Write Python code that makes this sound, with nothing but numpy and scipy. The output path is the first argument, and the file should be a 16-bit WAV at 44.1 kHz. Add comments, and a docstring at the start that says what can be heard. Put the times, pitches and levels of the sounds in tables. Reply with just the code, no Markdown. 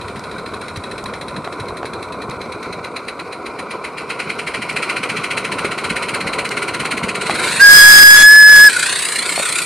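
"""Garden railway: a small live-steam locomotive, heard from just behind as it nears a tunnel.
Shaped noise gives the rolling rumble, the hiss and the chuffs, which slow on a curve and then pick up;
resonators and noise bursts give the rail joints and clinks. Near the tunnel the beats race in a cloud
of steam, a whistle of sine partials and jet noise overloads both microphones, and delayed copies
form the echoes of the wall and the brickwork."""
import sys
import numpy as np
from scipy import signal
from scipy.fft import rfft, irfft, next_fast_len
from scipy.io import wavfile

SR = 44100
rng = np.random.default_rng(int(sys.argv[2]) if len(sys.argv) > 2 else 0)


def dump(signal):
    """Clip the signal to [-1, 1] and save it as 16-bit WAV at the path in sys.argv[1]."""
    limited = np.clip(np.atleast_2d(signal).T, -1, 1)
    pcm = np.round(limited * 32767).astype(np.int16)
    wavfile.write(sys.argv[1], SR, pcm)


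N = 425565
TIME = np.arange(N) / SR
CUTOFF_HZ = 15700

# Levels are those of each source before echoes and the microphone limit.
# regulator: t/s, port opening time constant/s, beat tail/s, share of full exhaust (0-1), share of wet steam (0-1)
REGULATOR = [(0, 0.001, 0.029, 0.18, 0.01), (2.3, 0.001, 0.021, 0, 0), (3.0, 0.002, 0.015, 0.47, 0),
             (4.2, 0.0037, 0.036, 0.94, 0.01), (5.0, 0.0029, 0.03, 1, 0.02),
             (7.15, 0.0035, 0.025, 0.98, 0.08), (7.45, 0.0056, 0.058, 0.35, 0.26),
             (8.75, 0.0023, 0.023, 0.8, 0.97), (9.65, 0.0022, 0.024, 1, 1)]
# driving wheels, racing as they slip near the tunnel: t/s, exhaust beats/(1/s)
SPEED = [(0.0, 13.23), (1.044, 13.45), (1.789, 11.94), (2.237, 10.19), (3.325, 7.75), (3.982, 7.73),
         (4.54, 13.25), (4.849, 15.08), (5.427, 14.05), (5.849, 16.4), (6.357, 16.32), (6.641, 17.66),
         (7.198, 16.46), (7.27, 23.14), (9.048, 31.61), (9.093, 28.82), (9.65, 31.47)]
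# uneven valve setting, two cylinders giving four beats a turn: lateness of each beat/beats
VALVE_LATE = [.158, .072, .113, .153]
# strength of each of the four beats: level/dB
VALVE_DB = [0.3, 0.13, -0.3, -0.5]
# steam pressure behind the beats: t/s, level/dB
EFFORT = [(0, -30.5), (.8, -27), (1.8, -26.5), (2.35, -28), (2.75, -25.8), (3.05, -21), (3.3, -25.5),
          (3.72, -24.5), (4.1, -19.5), (4.6, -19), (4.8, -16.5), (7.1, -17), (7.45, -18.5), (8.9, -15),
          (9.05, -17.5), (9.65, -16)]
# hiss from the boiler: t/s, level/dB
HISS = [(0, -37.5), (1.3, -39.5), (2.5, -38), (3.7, -38.5), (4.2, -35.5), (5, -31), (9.65, -40)]
# steam escaping from the cylinders: t/s, level/dB
LEAK = [(0, -50), (7.15, -61), (7.3, -50), (7.45, -23.5), (7.6, -25), (8.7, -25), (9.0, -27), (9.65, -28.5)]
# rolling: t/s, deep rumble level/dB, wagon body level/dB, wheel and rail level/dB
ROLLING = [(0, -40.5, -37.5, -31), (.6, -44.5, -38.5, -30.5), (2.2, -47, -40, -30),
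           (2.8, -48.5, -41.5, -30.5), (3.6, -54.5, -44.5, -30.5), (4.5, -51.5, -39.5, -29.5),
           (6.3, -47, -36, -27), (7.3, -49, -35, -26), (8.75, -55, -44, -34), (9.65, -58, -43, -32.5)]
# wheels over rail joints: t/s, peak level/dB, knock f/Hz
JOINTS = [(.775, -20, 89), (1.048, -29, 80), (1.476, -11.5, 640), (1.606, -22.5, 90), (1.831, -10.5, 710),
          (1.846, -12.5, 420), (2.29, -20, 130), (2.46, -20, 570), (4.742, -19, 168), (5.647, -8, 374),
          (5.91, -15.5, 169), (6.26, -17.5, 182), (6.941, -19, 230), (7.04, -15.5, 174), (7.297, 1, 750),
          (7.338, -17, 218), (9.378, -7.5, 600), (9.398, -9.5, 567)]
# clinks of the couplings, before a common trim: t/s, relative level/dB
CLINKS = [(0.194, -27), (.772, -26), (1.04, -23), (2.298, -26), (4.728, -27), (6.491, -17.5)]
# whistle pitch once settled: t/s, f/Hz
WHISTLE_PITCH = [(7.62, 1642), (7.68, 1637), (7.77, 1678), (7.81, 1656), (7.89, 1675), (8.02, 1661),
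                 (8.2, 1688), (8.37, 1717), (8.44, 1699), (8.51, 1711), (8.59, 1673), (8.655, 1713)]
# steam through the whistle, first sputtering, then clearing:
# t/s, jet level/dB, third partial level/dB, second partial level/dB
WHISTLE_STEAM = [(7.61, -14, -31, -31), (7.74, -3.5, 2.5, -8.5), (7.93, -4, 3.5, -4), (8.05, -2.5, 2, -5.5),
                 (8.16, -9, -7, -11), (8.24, -11, -17, -8.5), (8.3, -11, -25, -29),
                 (8.46, -12.5, -18, -29.5), (8.59, -6.5, -6, -15), (8.68, -11, -11, -25)]
# whistle tone at the microphones as the engine moves through its own echoes:
# t/s, left level/dB, right level/dB, left phase lead/rad
WHISTLE_PATH = [(7.61, 2.5, 6, 0.3), (7.69, 10.5, 12, 1.1), (7.75, 0.5, 18, 2), (7.8, 0.5, 15, -0.45),
                (7.87, 13, 15, -1), (7.92, 2.5, 20, -1.4), (8.05, 12.5, 13.5, -1.9), (8.12, 3, 10, -2.2),
                (8.18, 6, -4, -0.6), (8.28, 11.5, 12, -0.14), (8.55, 9, 7.5, -0.6), (8.68, 13, 11, -0.1)]
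# echo from the house wall: t/s, delay/s, strength (0-1)
WALL = [(0, 0.00058, 0.17), (2, 0.00052, 0.17), (3, 0.00045, 0.18), (4, .0004, 0.22), (4.7, 0.00039, 0.22),
        (5.5, .00034, 0.06), (6.3, 0.00046, 0.06), (7.3, 0.0004, 0)]
# echo from the tunnel mouth: t/s, delay/s, strength (0-1)
PORTAL = [(0, .0016, 0), (7.15, .0015, 0), (7.35, .0014, .5), (7.55, .00122, .6), (8.72, .0012, .7),
          (8.95, .00108, .7), (9.3, .00093, .6), (9.65, .00085, .45)]

# Noise spectra, relative density: f/Hz, level/dB
# full exhaust up the chimney: f/Hz, level/dB
CHIMNEY = [(900, -38), (1400, 3), (1680, -8), (2050, 1.5), (2400, 1), (2750, -3.5), (3300, -10),
           (3680, -21.5), (3930, -7), (4150, -5), (4600, -15), (5300, -21), (7000, -22), (8200, -28),
           (9050, -12.5), (9380, -11), (10200, -35), (11200, -32), (15400, -59)]
# thin ticks of light exhaust: f/Hz, level/dB
LIGHT_EXHAUST = [(900, -3), (1650, 0), (2300, 1.5), (2650, 3.5), (2850, -14), (3350, -4), (3700, -7.5),
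                 (3920, 6.5), (4130, 4), (4450, -6.5), (5200, -13), (8200, -19.5), (9000, -15.5),
                 (9330, -4.5), (9800, -16.5), (11200, -23), (15400, -51)]
# bright wet steam: f/Hz, level/dB
WET_STEAM = [(710, -22), (1200, -17), (1440, 4.5), (1620, -0.5), (1900, 0.5), (2590, 1), (3140, -8),
             (4190, 0.5), (5140, -11), (5900, -14), (8670, -0.5), (9970, -5.5), (10700, -15.5),
             (14300, -31), (15400, -29)]
# boiler hiss: f/Hz, level/dB
BOILER_HISS = [(900, 2), (1500, 10.5), (1700, -10.5), (2350, 7), (2900, -15), (3500, -14), (4030, -4),
               (4600, -13), (5600, -16), (8000, -27), (9300, -22), (11500, -31), (15000, -44)]
# deep rumble of the track: f/Hz, level/dB
RUMBLE = [(20, -28), (35, -20), (60, -3), (95, 0), (125, -3.5), (200, -35)]
# drumming wagon body: f/Hz, level/dB
BODY = [(70, -36), (120, -3.5), (180, -0.5), (240, -2), (330, -11), (500, -40)]
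# metal wheels on the rails: f/Hz, level/dB
WHEELS = [(150, -20.5), (260, -8.5), (410, -1), (500, -3), (600, -6.5), (760, -7.5), (850, -13),
          (1000, -1.5), (1190, -8), (1430, -7.5), (1650, -29), (2200, -38)]
# roar of the whistle's steam jet: f/Hz, level/dB
JET = [(30, -10.5), (100, -4), (700, -7.5), (1500, 6), (2150, 3), (2800, -10), (3500, -5.5), (4500, 0),
       (7000, -4.5), (8500, -0.5), (11000, -6), (15500, -23)]
# bright coupling links: f/Hz, level/dB
LINKS = [(2000, -6), (4100, 7), (6000, 3), (9300, -2), (12000, -10), (15500, -19)]
# unlikeness of the two microphones: f/Hz, gain of side over mid/dB
WIDTH = [(60, -12), (160, -19), (450, -20.5), (1220, -28), (2200, -28.5), (3330, -9.5), (4300, -9),
         (7500, -7), (9000, -2), (9900, 0.5), (11500, -1), (15000, -10)]
# the same for the whistle jet: f/Hz, gain of side over mid/dB
JET_WIDTH = [(100, -30), (1500, 0.5), (4000, -2.5), (16000, 7.5)]

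# instants at which the whistle valve is half open, and its time constants
WHISTLE_ON_S, WHISTLE_OFF_S = 7.606, 8.683
WHISTLE_ATTACK_S, WHISTLE_RELEASE_S = 0.0033, 0.0028
# the pitch is flat by this much at those instants, and takes this long to settle
SCOOP_HZ, SCOOP_S = 55, .012


def from_db(db):
    """Level to amplitude ratio."""
    return 10 ** (np.asarray(db) / 20)


def rms_one(x):
    """Normalisation to unit root-mean-square."""
    return x / np.sqrt(np.mean(x ** 2) + 1e-20)


def in_time(rows):
    """Linear interpolation: each column of a table at every sample."""
    s, *columns = np.transpose(rows)
    return [np.interp(TIME, s, column) for column in columns]


def gain_at(points, hz):
    """Spectral gain, interpolated in level along a logarithmic frequency axis."""
    known_hz, db = np.transpose(points)
    level_db = np.interp(np.log(hz + 1), np.log(known_hz), db, left=-90, right=-90)
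    return from_db(level_db)


def drift(rate_hz):
    """Low-pass random fluctuation of unit rms, from a double pole at rate_hz."""
    step = 40  # audio samples per slow sample
    r = np.exp(-2 * np.pi * rate_hz * step / SR)
    draws = rng.standard_normal(N // step + 2002)
    slow = signal.lfilter([1], [1, -2 * r, r * r], draws)[2000:]  # drop the filter's start
    return np.interp(np.arange(N) / step, np.arange(len(slow)), rms_one(slow))


def noise(spectrum, width=WIDTH):
    """Mid-side synthesis: coloured stereo noise whose mid signal has unit rms."""
    size = next_fast_len(N)
    hz = np.arange(size // 2 + 1) * SR / size
    mid_bins, side_bins = rfft(rng.standard_normal((2, size))) * gain_at(spectrum, hz)
    mid = irfft(mid_bins, size)[:N]
    side = irfft(side_bins * gain_at(width, hz), size)[:N]
    return np.array([mid + side, mid - side]) / np.std(mid)


def resonance(x, hz, width_hz):
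    """Damped resonance: a two-pole band-pass with unit peak gain."""
    r = np.exp(-np.pi * width_hz / SR)
    zeros = np.array([1, 0, -1]) * (1 - r * r) / 2
    poles = [1, -2 * r * np.cos(2 * np.pi * hz / SR), r * r]
    return signal.lfilter(zeros, poles, x + 1e-18)


def delayed(x, delay_s):
    """Propagation delay: each channel read at an earlier, varying time."""
    return np.array([np.interp(TIME - delay_s, TIME, side) for side in x])


def tunnel(x, t60_s=0.75, ring_db=-30, dull_hz=2500):
    """Reverberation: the bore ahead adds a dull, exponentially decaying tail."""
    tail = rng.standard_normal((2, SR)) * from_db(-60 * TIME[:SR] / t60_s)
    lowpass = signal.butter(2, dull_hz, fs=SR)
    tail = signal.lfilter(*lowpass, tail / np.linalg.norm(tail[0]))
    return x + from_db(ring_db) * signal.fftconvolve(x, tail, axes=1)[:, :N]


def wall(x):
    """Comb filtering: a very short echo hollows gaps that shift as its delay changes."""
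    delay_s, strength = in_time(WALL)
    return (x + strength * delayed(x, delay_s)) / np.sqrt(1 + strength ** 2)


def portal(x, sway=0.061, dull_hz=5500, far_ratio=1.8, far_share=0.43):
    """Comb filtering by two sides of a brick arch: shortening echoes sweep the colour upwards."""
    delay_s, strength = in_time(PORTAL)
    dulled = signal.fftconvolve(x, signal.firwin(15, dull_hz, fs=SR)[None], "same", axes=1)
    # the wagon rocks, so neither path is quite steady
    near = delayed(dulled, delay_s * (1 + sway * drift(5.4)))
    far = delayed(x, far_ratio * delay_s * (1 + sway / 2 * drift(2.1)))
    return x + strength * (near + far_share * far)


def swirl(x, calm_db=1.15, wet_db=1.64, rate_hz=7, count=40):
    """Turbulent plume: each band of the spectrum fluctuates by itself, more so in wet steam."""
    size = next_fast_len(N)
    spectrum = rfft(x, size)
    hz = np.arange(size // 2 + 1) * SR / size
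    centres_hz = np.geomspace(1400, 14000, count)
    depth_db = calm_db + wet_db * in_time(REGULATOR)[-1]
    out = np.zeros((2, N))
    for own in np.eye(count):
        # overlapping triangular bands that sum to one
        band = irfft(spectrum * np.interp(hz, centres_hz, own), size)[:, :N]
        out += band * from_db(depth_db * drift(rate_hz))
    return out


def rolling(rumble_lumps_db=3, body_lumps_db=3.0, wheel_lumps_db=1.59):
    """Roughness excitation: uneven track shakes the wagon, its body drums, and the wheels sing."""
    deep_db, drum_db, wheel_db = in_time(ROLLING)
    track = drift(17.5)  # shared by rumble and wheels
    rumble = from_db(deep_db + rumble_lumps_db * track) * noise(RUMBLE)
    body = from_db(drum_db + body_lumps_db * drift(18.4)) * noise(BODY)
    wheels = from_db(wheel_db + wheel_lumps_db * (track / 2 + drift(59))) * noise(WHEELS)
    return rumble + body + wheels


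def joints(damping=0.23, rattle_s=0.011, rattle=0.032, thud_share=0.29):
    """Impact excitation: each joint gives a broad thud, a well-damped knock and a short rattle."""
    out, age = np.zeros(N), TIME[:SR // 8]
    for s, db, hz in JOINTS:
        blow = rattle * rng.standard_normal(len(age)) * np.exp(-age / rattle_s)
        blow[0] += 1  # the impact itself
        thud_band = signal.butter(2, [hz / 5, 1.83 * hz], "band", fs=SR, output="sos")
        thud = signal.sosfilt(thud_band, blow)
        knock = resonance(resonance(blow, hz, damping * hz), hz, 2 * hz)
        bump = knock + thud_share * thud
        at = round(s * SR)
        out[at:at + len(age)] += (from_db(db) * bump / np.abs(bump).max())[:N - at]
    return out


def ring_down(blows, decay_s):
    """Exponential decay: each impulse becomes a dying envelope."""
    return signal.lfilter([1], [1, -np.exp(-1 / (decay_s * SR))], blows + 1e-18)


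def couplings(ring_s=0.0025, trim_db=-5):
    """Impulsive contact: small metal links snatch, heard as short bursts of bright noise."""
    blows = np.zeros(N)
    for s, db in CLINKS:
        blows[round(s * SR)] = from_db(db + trim_db)
    return ring_down(blows, ring_s) * noise(LINKS)


def valve_gear(per_s=14, tick_s=0.0018, tick_db=-39, spread_db=3):
    """Random impacts: loose rods tick with the colour of the light exhaust."""
    strength = from_db(tick_db + spread_db * np.clip(rng.standard_normal(N), -2, 2))
    ticks = (rng.random(N) < per_s / SR) * strength
    return ring_down(ticks, tick_s) * noise(LIGHT_EXHAUST)


def hiss(waver_db=2.5, spit_db=-1.0):
    """Jet noise: the boiler hisses throughout; the cylinders blow off steam near the tunnel."""
    boiler_db, = in_time(HISS)
    leak_db, = in_time(LEAK)
    boiler = from_db(boiler_db + waver_db * drift(22)) * noise(BOILER_HISS)
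    leak = from_db(leak_db + spit_db * drift(26)) * noise(WET_STEAM)
    return boiler + leak


def whistle(jitter=0.001823, fourth_db=-5, shake_db=3.0):
    """Jet-driven pipe: a strong fundamental, overblown partials as it sputters, and jet roar."""
    hz, = in_time(WHISTLE_PITCH)
    left_db, right_db, lead_rad = in_time(WHISTLE_PATH)
    jet_db, third_db, even_db = in_time(WHISTLE_STEAM)
    since, until = TIME - WHISTLE_ON_S, WHISTLE_OFF_S - TIME
    opening = .5 + .5 * np.tanh(since / (2 * WHISTLE_ATTACK_S))
    closing = .5 + .5 * np.tanh(until / (2 * WHISTLE_RELEASE_S))
    # the pitch is flat while the valve is part open
    hz = hz - SCOOP_HZ * np.exp(-np.maximum(np.minimum(since, until) / SCOOP_S, -1))
    turn = 2 * np.pi * np.cumsum(hz * (1 + jitter * drift(97.3))) / SR
    phase = np.array([turn + lead_rad, turn])
    tone = from_db([left_db, right_db] + shake_db * drift(55)) * np.sin(phase)
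    third = from_db(third_db + 2 * drift(25)) * np.sin(3 * turn)
    even_partials = np.cos(2 * phase) + from_db(fourth_db) * np.cos(4 * phase)
    even = from_db(even_db + 2 * drift(23)) * even_partials
    jet = from_db(jet_db) * noise(JET, width=JET_WIDTH)
    return opening * closing * (tone + third + even + jet)


def beats():
    """Crank kinematics: a beat at every quarter turn of the wheels, as (t/s, level/dB)."""
    per_s, = in_time(SPEED)
    travel = np.cumsum(per_s) / SR  # in beats
    number = np.arange(int(travel[-1]))
    late = np.resize(VALVE_LATE, len(number))
    times_s = np.interp(number + late, travel, TIME)
    return zip(times_s, np.resize(VALVE_DB, len(number)))


def exhaust(burst_s=0.0047, burst_share=0.5, uneven_db=0.96, flutter_db=0.46):
    """Pulsed jet noise: a port opens, steam bursts out, and the piston pushes the rest up the chimney."""
    opening_s, tail_s, full, wet = in_time(REGULATOR)
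    effort_db, = in_time(EFFORT)
    power = np.zeros(N)
    for s, db in beats():
        span = slice(max(int((s - .02) * SR), 0), int((s + .2) * SR))
        age = TIME[span] - s
        valve = (1 + np.tanh(age / (2 * opening_s[span]))) / 2
        after = np.maximum(age - 2 * opening_s[span], 0)
        burst = burst_share * np.exp(-after / burst_s)
        push = (1 - burst_share) * np.exp(-after / tail_s[span])
        strength = from_db(db + uneven_db * rng.standard_normal())
        power[span] += (strength * valve * (burst + push)) ** 2
    # a light beat is a thin tick, a full one a throaty puff, a wet one a bright spit
    full, wet = np.clip([full, wet], 0, 1)
    dry_steam = np.sqrt(1 - full) * noise(LIGHT_EXHAUST) + np.sqrt(full) * noise(CHIMNEY)
    steam = np.sqrt(1 - wet) * dry_steam + np.sqrt(wet) * noise(WET_STEAM)
    return np.sqrt(power) * from_db(effort_db + flutter_db * drift(180)) * steam


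def scene():
    """Superposition: steam and whistle with their echoes, over the running gear."""
    running_gear = rolling() + joints() + couplings() + valve_gear()
    steam = portal(wall(swirl(hiss() + exhaust())))
    return running_gear + tunnel(whistle()) + steam


def record(dry, top=.85):
    """Saturation: loud sound flattens against the microphones' limit; the treble is cut."""
    # four-fold oversampling keeps the overload from aliasing
    fine = signal.resample_poly(dry, 4, 1, axis=1) / top
    flat = top * fine / (1 + fine ** 4) ** 0.25
    out = signal.resample_poly(flat, 1, 4, axis=1)
    return signal.fftconvolve(out, signal.firwin(255, CUTOFF_HZ, fs=SR)[None], "same", axes=1)


dry = scene()
out = record(dry)
dump(out)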